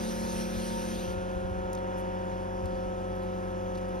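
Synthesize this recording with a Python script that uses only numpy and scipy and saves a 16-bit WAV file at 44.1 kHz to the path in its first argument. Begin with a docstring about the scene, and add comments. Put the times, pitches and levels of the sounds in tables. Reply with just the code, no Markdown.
"""A gravel garden, heard on a microphone pair, with a vacuum truck running some way off.
The diesel engine and the pump's lobes hum at close pitches over a wash of machinery noise and air.
A worker has the nozzle at a drain: air and water rush in and the hose drones for about a second,
then it clears with a slurp, draws freely, and the pump speeds up. The heavy hose thuds and clicks
as it is moved; gloves and boots scrape softly."""
import sys
import numpy as np
from scipy import signal
from scipy.fft import rfft, irfft, next_fast_len
from scipy.io import wavfile
from scipy.ndimage import uniform_filter1d

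SR = 44100
rng = np.random.default_rng(int(sys.argv[2]) if len(sys.argv) > 2 else 0)


def log_audio(samples):
    """Write samples as a 16-bit WAV file to the path given in sys.argv[1]."""
    # one column per channel
    frames = np.atleast_2d(samples).T
    # limit to full scale, then quantise
    limited = np.clip(frames, -1, 1)
    pcm = np.round(limited * 32767).astype(np.int16)
    wavfile.write(sys.argv[1], SR, pcm)


N = 176400
TIME = np.arange(N) / SR

# bed of machinery noise and garden air (frequency [Hz], level [dB per Hz])
WASH_SPECTRUM = [(20, -82), (35, -76.5), (58, -64), (85, -78), (130, -75), (300, -79.5), (450, -78),
                 (700, -82), (1000, -78), (1200, -91), (1600, -81), (1900, -96), (2400, -92.5),
                 (3200, -100), (4400, -101), (5500, -97), (6200, -98), (7200, -102), (9000, -104.5),
                 (11000, -111), (13000, -111), (15500, -109)]
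# the diesel's crankshaft (time [s], speed [turns/s])
CRANK_SPEED = [(0.05, 15.423), (0.7, 15.421), (1.1, 15.429), (1.5, 15.505), (1.9, 15.546), (2.6, 15.532),
               (3.3, 15.484), (3.95, 15.448)]
# engine tones that stand out (multiple of the crank speed)
FIRING_ORDERS = [3, 6, 12, 14, 16, 18, 20, 24, 28, 36, 42, 44, 48, 56, 66, 72, 96, 102, 108]
# the same tones, row for row (level under load [dB], level running free [dB])
FIRING_LEVELS = [(-46.5, -45.5), (-51, -45), (-39.5, -41), (-49.5, -55), (-66, -61), (-63, -58), (-59, -60),
                 (-47, -44.5), (-53.5, -60), (-46, -50), (-57, -52.5), (-64, -65), (-52.5, -47),
                 (-69, -59.5), (-60, -55.5), (-71, -61.5), (-70, -62), (-67, -69), (-70, -67)]
# outline of the weak tones from unequal cylinders (frequency [Hz], level [dB])
UNEVEN_SPECTRUM = [(120, -75), (260, -67.5), (500, -67.5), (700, -69.5), (1050, -76.5), (1200, -73),
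                   (1400, -78), (1700, -74), (2000, -83), (2400, -82), (3450, -83.5), (4000, -97)]
# the engine's whine, swelling and fading (time [s], level [dB])
WHINE_LEVEL = [(0, -54), (.3, -42.5), (.55, -56.5), (.77, -38.5), (.92, -54.5), (1.1, -47.5), (1.45, -51),
               (1.8, -43), (2.5, -45), (3.1, -52.5), (4, -49)]
# its thinner, higher whine (time [s], level [dB])
HIGH_WHINE_LEVEL = [(0, -58.5), (.5, -52.5), (.7, -58.5), (.88, -54.5), (1.47, -57), (1.68, -51),
                    (2.4, -57), (3, -50), (4, -52)]
# passing of the pump's lobes (time [s], rate [Hz])
LOBE_RATE = [(0.1, 173.05), (0.4, 172.89), (0.97, 173.05), (1.1, 174.93), (1.22, 177.14), (1.5, 176.62),
             (2.3, 175.75), (3.95, 174.69)]
# pump tones (multiple of the lobe rate, level under load [dB], level running free [dB])
PUMP_TONES = [(1, -58, -55), (2, -47.5, -50.5), (3, -41, -38), (4, -60, -68), (5, -60, -55.5),
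              (6, -68, -60.5), (9, -69, -66), (10, -58, -64.5), (17, -83, -71.5), (19, -73, -73)]
# gloves and boots (middle [s], half length [s], level [dB], centre [Hz], width [octaves])
SCRAPE_EVENTS = [(1.993, .024, -57.5, 8700, .67), (3.16, .008, -65, 9000, .8), (3.232, .012, -61, 4500, 1),
                 (3.756, 0.0072, -54, 3200, 1), (3.78, 0.0084, -54, 3500, 1),
                 (3.888, 0.0056, -61, 7500, .8)]
# clicks of hose and coupling (time [s], ring level [dB], ring pitch [Hz], snap level [dB])
CLICK_EVENTS = [(1.7314, -42.5, 6440, -46), (1.7352, -54, 11000, -52), (1.751, -45, 5700, -62),
                (1.7745, -49, 3430, -66), (1.7875, -59, 6000, -61), (2.657, -49, 5800, -49)]
# jolts of the hose (time [s], level [dB])
THUD_EVENTS = [(0.563, -31), (1.074, -27), (1.161, -32), (1.356, -28.5), (1.439, -28), (1.504, -27),
               (1.572, -29), (1.648, -35), (2.319, -38), (2.632, -26), (2.729, -33), (2.86, -31),
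               (3.105, -35)]
# suction at the nozzle (time [s], gain [dB])
SUCTION_GAIN = [(0, -0.5), (.25, -1), (.31, 0.5), (.43, 1.5), (.5, -3), (.58, 0), (.8, -1.5), (1.04, -3),
                (1.11, -6.5), (1.16, -16), (1.35, -17), (1.7, -40), (4, -63)]
# air and water in the nozzle at a suction gain of 0 dB (frequency [Hz], level [dB per Hz])
RUSH_SPECTRUM = [(40, -88), (80, -62), (140, -86), (250, -88), (500, -76), (1000, -86.5), (1500, -79),
                 (1850, -84.5), (2300, -85), (3600, -84), (4700, -85), (5400, -84.5), (6100, -80),
                 (7000, -89.5), (9000, -84.5), (11000, -92.5), (13500, -95.5), (15500, -87)]
# likeness of wash and rush at the two microphones (frequency [Hz], coherence [0..1])
MIC_COHERENCE = [(50, 0.73), (130, 0.56), (300, 0.53), (700, .9), (1400, 0.4), (2500, 1), (4500, 0.76),
                 (7500, 1), (15000, 1)]
# phase across the pair (frequency [Hz], lead of the left [rad])
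MIC_PHASE = [(45, 0), (92, .3), (186, .9), (372, 1.4), (526, 1.7), (744, 1.8), (930, 2.25), (1300, 2.25),
             (1600, 3.2), (1900, 4.9), (2500, 6.2), (3400, 7.6), (4700, 6.5), (6000, 7.7), (7600, 9.35),
             (9500, 7.3), (11000, 6.3), (13000, 4.6), (14500, 3.15)]
# balance across the pair (frequency [Hz], left minus right [dB])
MIC_BALANCE = [(50, 1.5), (200, 0), (372, 2.5), (540, 0.5), (744, 2.5), (930, -0.5), (1500, -2.5),
               (1850, -8), (2400, 0), (4400, 0.5), (15000, -0.5)]


def gain_of(db):
    """Decibels to amplitude."""
    return 10 ** (np.asarray(db) / 20)


def unit_rms(x):
    """Scales to an rms of one."""
    return x / np.sqrt(np.mean(x ** 2) + 1e-20)


def curve(points):
    """A time table's value at every sample."""
    return np.interp(TIME, *np.transpose(points))


def at_hz(points, hz):
    """A spectrum table, interpolated on a log-frequency axis."""
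    frequency, value = np.transpose(points)
    return np.interp(np.log(hz + 1), np.log(frequency), value)


def add(mix, start, sound):
    """Mixes a sound in at its start time."""
    part = mix[..., round(start * SR):][..., :sound.shape[-1]]
    part += sound[..., :part.shape[-1]]


def wander(rate_hz, size=2048, control_hz=200):
    """Smooth random drift, rms about one, mostly slower than rate_hz."""
    hz = np.fft.rfftfreq(size, 1 / control_hz)
    slow = irfft(rfft(rng.standard_normal(size)) / (1 + (hz / rate_hz) ** 4))
    return np.interp(TIME * control_hz, np.arange(size), unit_rms(slow))


def band_noise(hz, octaves, size=N):
    """Noise in a bell around one frequency."""
    bins_hz = np.fft.rfftfreq(size, 1 / SR) + 1
    bell = np.exp(-.5 * (np.log2(bins_hz / hz) / octaves) ** 2)
    return unit_rms(irfft(rfft(rng.standard_normal(size)) * bell, size))


def airy_noise(spectrum, patch_db, flicker_db, frame=1024, hop=256):
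    """Noise at both microphones, with drifting patches and a flicker shared by all pitches."""
    hz = np.fft.rfftfreq(frame, 1 / SR)
    draws = rng.standard_normal((N // hop + 5, len(hz), 5))
    left_re, left_im, apart_re, apart_im, patches = np.moveaxis(draws, 2, 0)
    patches = uniform_filter1d(patches, size=12, axis=0)  # smooth in time
    patches = unit_rms(uniform_filter1d(patches, size=14, axis=1))  # and in frequency
    flicker = unit_rms(uniform_filter1d(rng.standard_normal(len(draws)), size=4))[:, None]
    coherence = at_hz(MIC_COHERENCE, hz)
    left = left_re + 1j * left_im
    right = coherence * left + np.sqrt(1 - coherence ** 2) * (apart_re + 1j * apart_im)
    pair = np.array([left, right]) * gain_of(at_hz(spectrum, hz) + patch_db * patches + flicker_db * flicker)
    _, noise = signal.istft(pair.swapaxes(1, 2), nperseg=frame, noverlap=frame - hop)
    return noise[:, :N] * np.sqrt(1.5 * SR / frame)


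def turns_of(speed, jitter=0.0003):
    """Cycles counted up from a speed that trembles slightly."""
    return np.cumsum(curve(speed) * (1 + jitter * wander(6.2))) / SR


def tone(turns, db):
    """One sine of the given rms level, in random phase."""
    return np.sqrt(2) * gain_of(db) * np.sin(2 * np.pi * (turns + rng.random()))


def hum(turns, tones, load, wander_db=.6):
    """Multiples of a machine's rate, each with a level that follows the load."""
    return sum(tone(order * turns, free_db + (loaded_db - free_db) * load + wander_db * wander(2.9))
               for order, loaded_db, free_db in tones)


def wash():
    """The bed behind everything: machinery noise and garden air."""
    return airy_noise(WASH_SPECTRUM, patch_db=1.5, flicker_db=0.4)


def uneven_cylinders(turns, spread_db=3, drift=0.47, size=4096):
    """The cylinders' small differences repeat with every crank turn and slowly change."""
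    hz = np.arange(size // 2 + 1) * np.mean(curve(CRANK_SPEED))
    level = gain_of(at_hz(UNEVEN_SPECTRUM, hz) + spread_db * rng.standard_normal(len(hz)))
    level *= (hz > UNEVEN_SPECTRUM[0][0]) & (hz < UNEVEN_SPECTRUM[-1][0])
    phases = np.exp(2j * np.pi * rng.random((3, len(hz))))
    cycles = irfft(level * phases) * size / np.sqrt(2)  # three waveforms, each one turn long
    steady, first, second = (np.interp(turns * size, np.arange(size), cycle, period=size)
                             for cycle in cycles)
    return steady + drift * (first * wander(0.95) + second * wander(0.98))


def engine(load):
    """The diesel, some way off: two whines, firing tones and a weak comb, all locked to the crank."""
    turns = turns_of(CRANK_SPEED)
    whines = tone(60 * turns, curve(WHINE_LEVEL)) + tone(84 * turns, curve(HIGH_WHINE_LEVEL))
    firing = [(order, *levels) for order, levels in zip(FIRING_ORDERS, FIRING_LEVELS)]
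    return whines + hum(turns, firing, load) + uneven_cylinders(turns)


def pump(load, surge_s=1.083, width_s=0.033, surge_db=2.5, fade_db_per_s=6):
    """The lobes' tones swell once as the hose clears; the eighth harmonic then sings on and fades."""
    turns, age = turns_of(LOBE_RATE), TIME - surge_s
    swell = gain_of(surge_db * np.exp(-(age / width_s) ** 2))
    onset = np.clip(1 + age / width_s, 0, 1)
    singing = onset * tone(8 * turns, db=-49.5 - fade_db_per_s * np.maximum(age, 0))
    return swell * hum(turns, PUMP_TONES, load) + singing


def scrapes():
    """Gloves on the hose and boots on gravel: soft, brief swells of noise."""
    return sum(gain_of(db) * np.exp(-((TIME - middle) / width) ** 2) * band_noise(hz, octaves)
               for middle, width, db, hz, octaves in SCRAPE_EVENTS)


def hose_clicks(snap_t60_s=0.01, ring_t60_s=0.02, scatter_db=-26, scatter_t60_s=0.18, size=8192):
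    """Hose and coupling click: a bright snap, a short ring and a scatter off the stone walls."""
    out, age = np.zeros((2, N)), TIME[:size]
    decay = gain_of(-60 * age / ring_t60_s) + gain_of(scatter_db - 60 * age / scatter_t60_s)
    for start, ring_db, ring_hz, snap_db in CLICK_EVENTS:
        bright = np.array([band_noise(hz=11000, octaves=1.7, size=size) for _ in range(2)])
        snap = gain_of(snap_db - 60 * age / snap_t60_s) * bright
        ring = gain_of(ring_db) * decay * band_noise(ring_hz, octaves=0.57, size=size)
        add(out, start, snap + ring)
    return out


def hose_thuds(rise_s=0.012, t60_s=0.12, stereo_width=0.62, size=16384):
    """Each jolt of the heavy hose gives a low, pitchless boom, a little different at each microphone."""
    out, age = np.zeros((2, N)), TIME[:size]
    envelope = np.minimum(age / rise_s, 1) * gain_of(-60 * age / t60_s)
    envelope_rms = np.sqrt(np.mean(envelope ** 2))
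    for start, db in THUD_EVENTS:
        mid, side = (unit_rms(envelope * band_noise(hz=67, octaves=0.39, size=size)) for _ in range(2))
        boom = np.array([mid + stereo_width * side, mid - stereo_width * side])
        add(out, start, gain_of(db) * envelope_rms * boom)
    return out


def hose_drone(hz=221.8, sag_db_per_s=3, roughness=0.097, stop_s=1.04, release_s=.02):
    """The hose drones on one rough note, sagging in level, until it clears."""
    held = .5 - .5 * np.tanh((TIME - stop_s) / release_s)
    note = tone(hz * TIME, db=-38 - sag_db_per_s * TIME)
    return held * note * (1 + roughness * wander(30))


def slurp(peak_s=1.03, peak_db=-54.5, rise_s=1, fade_db_per_s=23):
    """A thin slurp builds until the nozzle clears, then dies away."""
    age = TIME - peak_s
    rise = np.clip(1 + age / rise_s, 0, 1)
    level = gain_of(peak_db - fade_db_per_s * np.maximum(age, 0))
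    return rise * level * band_noise(hz=2620, octaves=0.43)


def nozzle_rush(suction):
    """At the drain, air and water rush into the nozzle, louder with more suction."""
    return suction * airy_noise(RUSH_SPECTRUM, patch_db=2, flicker_db=0.54)


def scene():
    """The truck some way off and the work at the drain; suction sets the load on engine and pump."""
    suction = gain_of(curve(SUCTION_GAIN))
    load = np.minimum(suction, 1)
    background = engine(load) + wash() + pump(load)
    drain = hose_drone() + nozzle_rush(suction) + slurp()
    handling = hose_thuds() + hose_clicks() + scrapes()
    return background + drain + handling


def record(dry, low_cut_hz=29, band_limit_hz=15750):
    """The two microphone ports differ in phase and level; then a low cut and the band limit."""
    size = next_fast_len(N + SR // 10)
    hz = np.fft.rfftfreq(size, 1 / SR)
    side = np.array([[.5], [-.5]])  # left and right each take half the difference
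    ports = gain_of(side * at_hz(MIC_BALANCE, hz)) * np.exp(1j * side * at_hz(MIC_PHASE, hz))
    low_cut = 1 / np.sqrt(1 + (low_cut_hz / (hz + 1)) ** 10)
    heard = irfft(rfft(dry, size) * ports * low_cut, size)[:, :N]
    band_limit = signal.firwin(511, band_limit_hz, window=("kaiser", 9), fs=SR)
    return signal.oaconvolve(heard, band_limit[None], "same")


dry = scene()
out = record(dry)
log_audio(out)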